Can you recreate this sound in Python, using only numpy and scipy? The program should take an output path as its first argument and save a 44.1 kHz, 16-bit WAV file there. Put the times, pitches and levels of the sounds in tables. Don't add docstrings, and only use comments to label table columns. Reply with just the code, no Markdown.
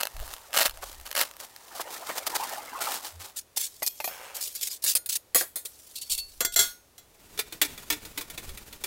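import sys
import numpy as np
from scipy import signal
from scipy.fft import rfft, irfft, next_fast_len
from scipy.io import wavfile
from scipy.ndimage import uniform_filter1d

SR = 44100
rng = np.random.default_rng(int(sys.argv[2]) if len(sys.argv) > 2 else 0)


def transcribe(signal):
    frames = np.atleast_2d(signal).T
    limited = np.clip(frames, -1, 1)
    pcm = np.round(limited * 32767).astype(np.int16)
    wavfile.write(sys.argv[1], SR, pcm)


N = 390726
TIME = np.arange(N) / SR
RING_TIME = TIME[:SR // 2]

# start in seconds, length in seconds, level in dB.
GUSTS = [(.14, 0.079, -36), (.65, .38, -51.5), (6.1, 0.525, -54), (8.46, 0.015, -37.5)]
# start in seconds, length in seconds, level in dB.
RIPS = [(.003, 0.021, -28.5), (.539, 0.097, -20.5), (.65, .018, -20.5), (1.052, 0.032, -38.5),
        (1.15, 0.08, -25)]
# start in seconds, level in dB.
HOOK_SNAPS = [(.01, -9.5), (.033, -7.5), (0.054, -13), (.071, -11), (.338, -14.5), (0.531, -15), (.68, -20),
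              (0.696, -16.5), (1.012, -26.5), (1.114, -14), (1.128, -17), (1.213, -1.5), (1.232, -16),
              (1.563, -23)]
# time in seconds, level in dB.
HANDLING = [(0, -53.5), (1.55, -60.5), (1.82, -45.5), (2.04, -44.5), (2.095, -35), (2.15, -41),
            (2.22, -44.5), (2.4, -35), (2.74, -44), (2.86, -32.5), (3.0, -54), (3.4, -68)]
# start in seconds, length in seconds, level in dB.
TUGS = [(.2, 0.15, -43), (.81, 0.11, -44), (1.22, 0.055, -42.5), (1.39, 0.046, -42.5),
        (1.745, 0.041, -38.5), (1.89, 0.079, -36.5), (2.06, 0.04, -34.5), (2.145, 0.041, -35),
        (2.29, 0.28, -37.5), (2.8, 0.087, -30), (2.9, 0.058, -29), (3.02, 0.058, -36), (3.19, 0.075, -40.5)]
# time of the peak in seconds, level in dB.
SNAGS = [(.832, -37), (1.813, -26), (2.18, -30), (2.274, -23.5), (2.357, -20.5)]
# time of the peak in seconds, level in dB.
CRUMPLES = [(.832, -34), (1.43, -43), (1.8, -30), (1.878, -38.5), (2.097, -27)]
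# start in
# seconds, length in seconds, level in dB.
SLIDES = [(3.36, 0.033, -32), (3.56, 0.11, -31.5), (3.67, 0.68, -50), (4.343, 0.031, -33),
          (4.37, 0.4, -43.5), (4.405, 0.078, -31), (4.547, 0.019, -31.5), (4.608, .075, -31),
          (4.7, .05, -35.5), (4.82, 0.11, -33), (4.86, 0.06, -22.5), (5.088, 0.018, -22.5),
          (5.115, 0.027, -26.5), (5.38, .04, -25.5), (5.68, 0.74, -52)]
# time of the peak in seconds, level in dB.
CATCHES = [(3.574, -19), (3.872, -19.5), (4.632, -19.5), (4.674, -21.5), (4.966, -19), (5.157, -19),
           (5.657, -26.5)]
# start in seconds, level in dB,
# offset of the dull knock in dB, the clash's 60 dB decay time (t60) in seconds, part struck.
CLINKS = [(3.571, -21, -13, 0.085, "pack"), (3.822, -30.5, 4, .04, "pack"),
          (3.829, -12.5, -18, 0.05, "pack"), (3.864, -5, -37, 0.017, "pack"),
          (4.002, -24, -2.5, .06, "pack"), (4.043, -21, -6, 0.16, "pack"),
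          (4.077, -24.5, -5.5, 0.065, "pack"), (4.367, -16, -28.5, .015, "pack"),
          (4.84, -10.5, -31, 0.065, "grate"), (4.952, -6.5, -34, .06, "grate"),
          (5.06, -20, -37, 0.051, "grate"), (5.169, -14.5, -47, 0.016, "grate"),
          (5.347, -9, -17.5, 0.13, "grate"), (5.356, -12, -14.5, 0.25, "grate"),
          (5.41, -19, -9.5, .067, "grate"), (5.558, -20.5, -22.5, 0.17, "grate"),
          (5.651, -29.5, -19, 0.18, "grate"), (6.186, -29.5, -33, 0.051, "hinge"),
          (6.406, -7.5, -12.5, 0.062, "wall"), (6.449, -8, -22, 0.061, "wall"),
          (6.561, -11.5, -21, 0.26, "wall"), (6.591, -10, -30, 0.28, "wall"),
          (6.98, -33.5, -18.5, 0.085, "wall")]
# start in seconds, length in seconds, level in dB.
SWINGS = [(5.953, 0.031, -36.5), (6.01, 0.024, -35.5), (6.095, 0.059, -27.5), (6.175, 0.02, -31),
          (6.52, 0.031, -38)]
# start in seconds, level in dB, note in Hz.
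BOX_HITS = [(7.375, -24, 410), (7.39, -9.5, 421), (7.523, -21.5, 330), (7.615, -2, 296.7),
            (7.648, -17, 279.5), (7.776, -26.5, 403), (7.901, -7.5, 305), (7.924, -13, 297),
            (8.05, -26, 312), (8.175, -14, 291), (8.209, -19.5, 338), (8.299, -24.5, 316),
            (8.376, -20.5, 336), (8.49, -27, 375), (8.573, -25, 412), (8.726, -27, 305),
            (8.838, -14.5, 390)]

# frequency in Hz, level in dB, t60 in seconds.
PACK_MODES = [(2490, -7, .15), (3278, -20, .6), (4270, -6, .17), (5400, -11, .45), (6395, -14, .65),
              (10170, -6, .22), (11700, -10, .35), (12400, -3, .23), (13020, -2, .33), (13850, 1, .2),
              (14870, -3, .25)]
GRATE_MODES = [(1437, -21, .42), (4200, -8, .2), (4990, -5, .13), (6699, 0, .18), (8295, 0, .11),
               (9038, 3, .2), (9945, 3, .14), (10733, 2, .15), (11185, 3, .12), (12348, 1, .17),
               (12960, -4, .3), (13516, 3, .14), (14200, 2, .13), (14717, 1, .13)]
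HINGE_MODES = [(2702, -13, .26), (4441, 2, .23), (11050, -8, .2)]
WALL_MODES = [(404, -11, .15), (683, -6, .2), (1384, -7, .18), (1444, -5, .33), (1653, -11, .24),
              (2072, -1, .2), (3330, 2, .21), (3439, 1, .17), (4003, 1, .19), (4452, -1, .22),
              (5740, -1, .18), (6437, -6, .36), (6676, -1, .22), (7200, -2, .15), (7405, 6, .17),
              (7741, -2, .15), (8510, -2, .14), (11480, -5, .18), (12560, -1, .14), (13600, 1, .13)]
BOX_MODES = [(1413, -7, 0.15), (1870, -4, 0.15), (2344, 2, 0.093), (3480, 5.5, 0.073), (4010, 4.5, 0.046),
             (6540, 6.5, 0.03)]
# multiple of its note, level in dB, t60 in seconds.
BOX_HOLLOW = [(1, 2, 0.18), (1.44, -2, 0.15), (2.03, -5.5, .12), (3.1, -2, .13)]

# frequency in Hz, gain in dB.
AIR_EQ = [(25, -12), (70, -2), (170, -13), (450, -8), (1500, -18), (16000, -22)]
WIND_EQ = [(40, 0.5), (85, -9), (130, -27), (1000, -90)]
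SHUFFLE_EQ = [(60, 9.5), (380, 1.5), (800, -3.5), (16000, -8.5)]
HOOK_EQ = [(120, -24.5), (300, -15), (560, 0), (1000, -2.5), (1500, 3), (2300, -5.5), (2800, 0), (3500, -6),
           (4200, -1), (5200, -5), (8500, -6.5), (14000, -5.5), (16000, -8.5)]
POUCH_HOLLOW_EQ = [(100, -29), (300, -15.5), (620, 0), (930, 1.5), (2400, -13.5), (5000, -38)]
WEAVE_EQ = [(100, -22.5), (400, -3.5), (900, 4.5), (2000, -3.5), (4200, -0.5), (16000, -4)]
CRUMPLE_EQ = [(150, -32), (560, 5.5), (1400, 0), (2200, -13), (16000, -28)]
# frequency in Hz, gain in dB.
SLIDE_EQ = [(150, -48), (450, -16.5), (850, -24.5), (4300, -2), (8000, -0.5), (16000, -4)]
PACK_EQ = [(300, -30), (3000, -26), (4500, -4), (10000, 0.5), (12800, 7), (16000, -22)]
CHATTER_EQ = [(200, -35), (550, 4.5), (2700, -0.5), (3600, -9), (16000, -17)]
GRATE_EQ = [(300, -34), (1900, -13.5), (3000, -9.5), (4300, -5.5), (5800, -11.5), (7500, -2.5),
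            (11500, -0.5), (16000, -2)]
HINGE_EQ = [(300, -21), (1700, -24), (2700, -4), (3400, 4), (5800, -1), (7200, 3.5), (12000, 0),
            (16000, -3)]
WALL_EQ = [(200, -14), (1500, -4.5), (2700, -6.5), (3600, -1.5), (4600, -1), (7000, -1), (10000, 0),
           (14000, 1), (16000, -5)]
BOX_EQ = [(150, -30), (300, -11), (1400, -9.5), (2300, -1), (2950, -6), (3700, -2.5), (6000, -6.5),
          (16000, -6)]
# frequency in Hz, gain in dB.
PACK_KNOCK_EQ = [(100, -29), (650, 2.5), (1070, -0.5), (1400, -14.5), (1880, -3.5), (3200, -14.5),
                 (4400, -6), (16000, -49)]
KNOCK_EQ = [(80, -25), (250, -14.5), (500, -2), (900, -14), (1400, -13), (1900, -6), (3000, -31),
            (8000, -46)]


def amp(db):
    return 10 ** (np.asarray(db) / 20)


def unit(x):
    return x / np.sqrt(np.mean(x ** 2) + 1e-20)


def fade(t60):
    return np.exp(-np.log(1000) * RING_TIME / t60)


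def add(track, start, sound):
    span = track[max(0, round(start * SR)):][:len(sound)]
    span += sound[:len(span)]


def wobble(rate):
    knots = rng.standard_normal(int(N * rate / SR) + 4)
    return np.interp(TIME * rate, np.arange(len(knots)), knots)


def coloured(x, eq, ragged_db=0, points=400):
    size = next_fast_len(len(x) + 8192)
    hz = np.fft.rfftfreq(size, 1 / SR)
    eq_hz, eq_db = np.transpose(eq)
    ripple = np.interp(hz, np.linspace(0, SR / 2, points), rng.standard_normal(points))
    gain = amp(np.interp(np.log(hz + 1), np.log(eq_hz), eq_db) + ragged_db * ripple)
    return unit(irfft(rfft(x, size) * gain, size)[:len(x)])


def noise(eq, ragged_db=0):
    return coloured(rng.standard_normal(N), eq, ragged_db)


def friction(rate, grit_db):
    return unit(rng.standard_normal(N) * amp(grit_db * np.tanh(wobble(rate) / 2) * 1.97))


def shifting(x, depth_db):
    spectra = signal.stft(x, nperseg=512)[2]
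    drift = uniform_filter1d(rng.standard_normal(spectra.shape), 3, axis=0)
    drift = unit(uniform_filter1d(drift, 6, axis=1))
    return unit(signal.istft(spectra * amp(depth_db * drift), nperseg=512)[1][:N])


def strokes(rows, attack_s, release_s, arch_db=0):
    power = np.zeros(N)
    for start, length, db in rows:
        span = slice(int(start * SR), int((start + length) * SR) + SR // 2)
        t = TIME[span] - start
        gate = (1 - np.exp(-(t / attack_s) ** 2)) * np.exp(-np.maximum(t - length, 0) / release_s)
        arch = np.sin(np.pi * np.clip(t / length, 0, 1))
        power[span] += (gate * amp(db + arch_db * (arch - .5))) ** 2
    return np.sqrt(power)


def surges(rows, rise_s, fall_s):
    force = np.zeros(N)
    t = RING_TIME - RING_TIME.mean()
    bell = np.exp(-(t / np.where(t < 0, rise_s, fall_s)) ** 2 / 2)
    for peak_s, db in rows:
        add(force, peak_s + t[0], amp(db) * bell)
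    return force


def ring(modes, scatter_db=2):
    waves = np.zeros(len(RING_TIME))
    for hz, db, t60 in modes:
        scatter, phase = rng.standard_normal(2)
        waves += amp(db + scatter_db * scatter) * fade(t60) * np.sin(2 * np.pi * (hz * RING_TIME + phase))
    return waves / np.sqrt(sum(amp(db) ** 2 for _, db, _ in modes) / 2)


def crowded_modes(eq, ragged_db, points=260):
    return coloured(rng.standard_normal(len(RING_TIME)), eq, ragged_db, points)


def forest_air():
    wind = strokes(GUSTS, attack_s=0.0087, release_s=0.049, arch_db=-5) * noise(WIND_EQ)
    return amp(-61) * noise(AIR_EQ) + wind


def fastener(rip_snaps_per_s=800, stray_snaps_per_s=33, snap_t60=0.0076):
    def flicks(per_s, gate=1):
        snaps = gate * (rng.random(N) < per_s / SR)
        sizes = amp(4 * np.clip(rng.standard_normal(N), -2, 2))
        power = signal.fftconvolve((snaps * sizes) ** 2, fade(snap_t60) ** 2)[:N]
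        return np.sqrt(np.abs(power))

    peel = strokes(RIPS, attack_s=0.00075, release_s=0.0081, arch_db=4)
    force = amp(-1) * unit(flicks(rip_snaps_per_s)) * peel
    strained = (TIME > .15) & (TIME < 1.5)
    force += amp(-36) * flicks(stray_snaps_per_s, strained)
    for start, db in HOOK_SNAPS:
        add(force, start, amp(db - 7) * fade(snap_t60))
    crackle = force * rng.standard_normal(N)
    return coloured(crackle, HOOK_EQ, ragged_db=2.5) * np.std(crackle)


def pouch(open_pitch=0.99, filled_pitch=1.17):
    def hollow(pitch):
        return coloured(friction(150, grit_db=3), np.array(POUCH_HOLLOW_EQ) * [pitch, 1], ragged_db=2)

    filled = np.interp(TIME, [2.1, 2.75], [0, 1])
    cavity = np.sqrt(1 - filled) * hollow(open_pitch) + np.sqrt(filled) * hollow(filled_pitch)
    cavity = shifting(cavity, depth_db=6.5)
    weave = coloured(friction(900, grit_db=3.5), WEAVE_EQ, ragged_db=1) * amp(2.27 * wobble(120))
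    handling = amp(np.interp(TIME, *np.transpose(HANDLING), right=-120))
    rustle = amp(-53) * unit(np.sqrt(handling))
    pull = strokes(TUGS, attack_s=0.0069, release_s=0.022) + surges(SNAGS, rise_s=0.0049, fall_s=0.0064)
    return handling * cavity + np.hypot(rustle, amp(-2) * pull) * weave


def crumples():
    crunch = coloured(friction(500, grit_db=3.5), CRUMPLE_EQ)
    return surges(CRUMPLES, rise_s=0.0033, fall_s=0.0071) * crunch


def thud(peak_s=3.17, hz=86, db=-44.5):
    bump = surges([(peak_s, db)], rise_s=0.025, fall_s=0.042)
    return bump * np.sin(2 * np.pi * hz * TIME + wobble(25))


def scrape(force, eq, modes, grit_db, ring_db, ragged_db):
    grit = coloured(friction(700, grit_db), eq, ragged_db)
    rub = force * shifting(grit, depth_db=3) * amp(2.5 * wobble(140))
    body = ring(modes)
    return rub + amp(ring_db) * signal.fftconvolve(rub, body / np.linalg.norm(body))[:N]


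def plate_slides():
    sliding = strokes(SLIDES, attack_s=0.003, release_s=0.012, arch_db=4)
    force = np.hypot(sliding, surges(CATCHES, rise_s=0.0022, fall_s=0.007))
    return amp(-1.5) * scrape(force, SLIDE_EQ, GRATE_MODES, grit_db=2.5, ring_db=-32, ragged_db=1)


def shimmer(t60, partials=70):
    spread, phase = rng.random((partials, 2)).T[..., None]
    hz = 3000 + 12000 * spread
    return unit(np.sin(2 * np.pi * (hz * RING_TIME + phase)).sum(axis=0)) * fade(t60)


def clinks(part, modes, eq, knock_eq, clash_db, ring_db, knock_db, knock_t60, shimmer_db, shimmer_t60):
    track = np.zeros(N)
    sheen = amp(shimmer_db) * shimmer(shimmer_t60)
    crack = amp(-21) * fade(0.0036)
    for start, db, dull_db, clash_t60, struck in CLINKS:
        if struck == part:
            clash = amp(clash_db) * crowded_modes(eq, ragged_db=6) * (fade(clash_t60) + crack)
            knock = amp(dull_db + knock_db) * crowded_modes(knock_eq, ragged_db=5) * fade(knock_t60)
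            tail = clash_t60 * (amp(ring_db) * ring(modes) + sheen)
            add(track, start, amp(db) * (clash + knock + tail))
    return track


def chatter(start=4.08, length=0.3, db=-39, sag_db_per_s=26, bounce_t60=0.045):
    t = np.clip(TIME - start, 0, 2 * length)
    bounces_per_s = (85 + 220 * t) * np.exp(.25 * wobble(80))
    bounces = np.diff(np.floor(np.cumsum(bounces_per_s) / SR), prepend=0)
    rattle = unit(signal.fftconvolve(bounces, fade(bounce_t60))[:N])
    force = strokes([(start, length, db)], attack_s=0.0078, release_s=0.054) * amp(-sag_db_per_s * t)
    return force * rattle * noise(CHATTER_EQ, ragged_db=2)


def hinge_swings():
    force = strokes(SWINGS, attack_s=0.0031, release_s=0.0095, arch_db=2.5)
    return scrape(force, HINGE_EQ, HINGE_MODES, grit_db=2, ring_db=-12.5, ragged_db=2)


def shuffle(start=6.93, rise_s=0.85, db=-48):
    fade_in = np.clip((TIME - start) / rise_s, 0, 1)
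    return amp(db) * fade_in * coloured(friction(60, grit_db=4.5), SHUFFLE_EQ, ragged_db=1.5)


def box_knocks(clash_t60=0.083, detune=0.0264, attack_s=0.0013):
    track = np.zeros(N)
    onset = 1 - np.exp(-RING_TIME / attack_s)
    for start, db, note_hz in BOX_HITS:
        clash = amp(-9) * crowded_modes(BOX_EQ, ragged_db=4, points=400) * fade(clash_t60)
        pitch = 1 + detune * rng.standard_normal()
        walls = amp(-16) * ring(np.array(BOX_MODES) * [pitch, 1, 1])
        hollow = amp(-30.5 + 0.81 * db) * ring(np.array(BOX_HOLLOW) * [note_hz, 1, 1])
        add(track, start, (amp(db) * (clash + walls) + hollow) * onset)
    return track


def trees(x, t60, wet_db, cutoff_hz=5000):
    tail = rng.standard_normal(len(RING_TIME)) * fade(t60)
    tail = signal.sosfilt(signal.butter(1, cutoff_hz, fs=SR, output="sos"), tail)
    return x + amp(wet_db) * signal.fftconvolve(x, tail / np.linalg.norm(tail))[:N]


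def scene():
    steel = plate_slides() + hinge_swings()
    steel += clinks("pack", PACK_MODES, PACK_EQ, PACK_KNOCK_EQ, clash_db=-10, ring_db=6.5,
                    knock_db=-1.5, knock_t60=0.054, shimmer_db=-2.5, shimmer_t60=0.18)
    steel += clinks("grate", GRATE_MODES, GRATE_EQ, KNOCK_EQ, clash_db=-6.5, ring_db=4,
                    knock_db=-2, knock_t60=0.13, shimmer_db=-12, shimmer_t60=0.18)
    steel += clinks("hinge", HINGE_MODES, HINGE_EQ, KNOCK_EQ, clash_db=-17, ring_db=22,
                    knock_db=0, knock_t60=.05, shimmer_db=2, shimmer_t60=0.14)
    steel += clinks("wall", WALL_MODES, WALL_EQ, KNOCK_EQ, clash_db=-9, ring_db=4,
                    knock_db=-9, knock_t60=0.11, shimmer_db=-1.5, shimmer_t60=0.15)
    cloth = fastener() + pouch() + crumples() + thud()
    near = trees(cloth + steel + chatter(), t60=.3, wet_db=-33)
    farther = trees(box_knocks(), t60=0.7, wet_db=-23)
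    return (near + farther + forest_air() + shuffle())[None]


def record(dry, ceiling=.56, top_hz=15900):
    rounded = dry / (1 + np.abs(dry / ceiling) ** 6) ** (1 / 6)
    size = next_fast_len(N + SR)
    lowpass = 1 / (1 + (np.fft.rfftfreq(size, 1 / SR) / top_hz) ** 200)
    return irfft(rfft(rounded, size) * lowpass, size)[..., :N]


dry = scene()
out = record(dry)
transcribe(out)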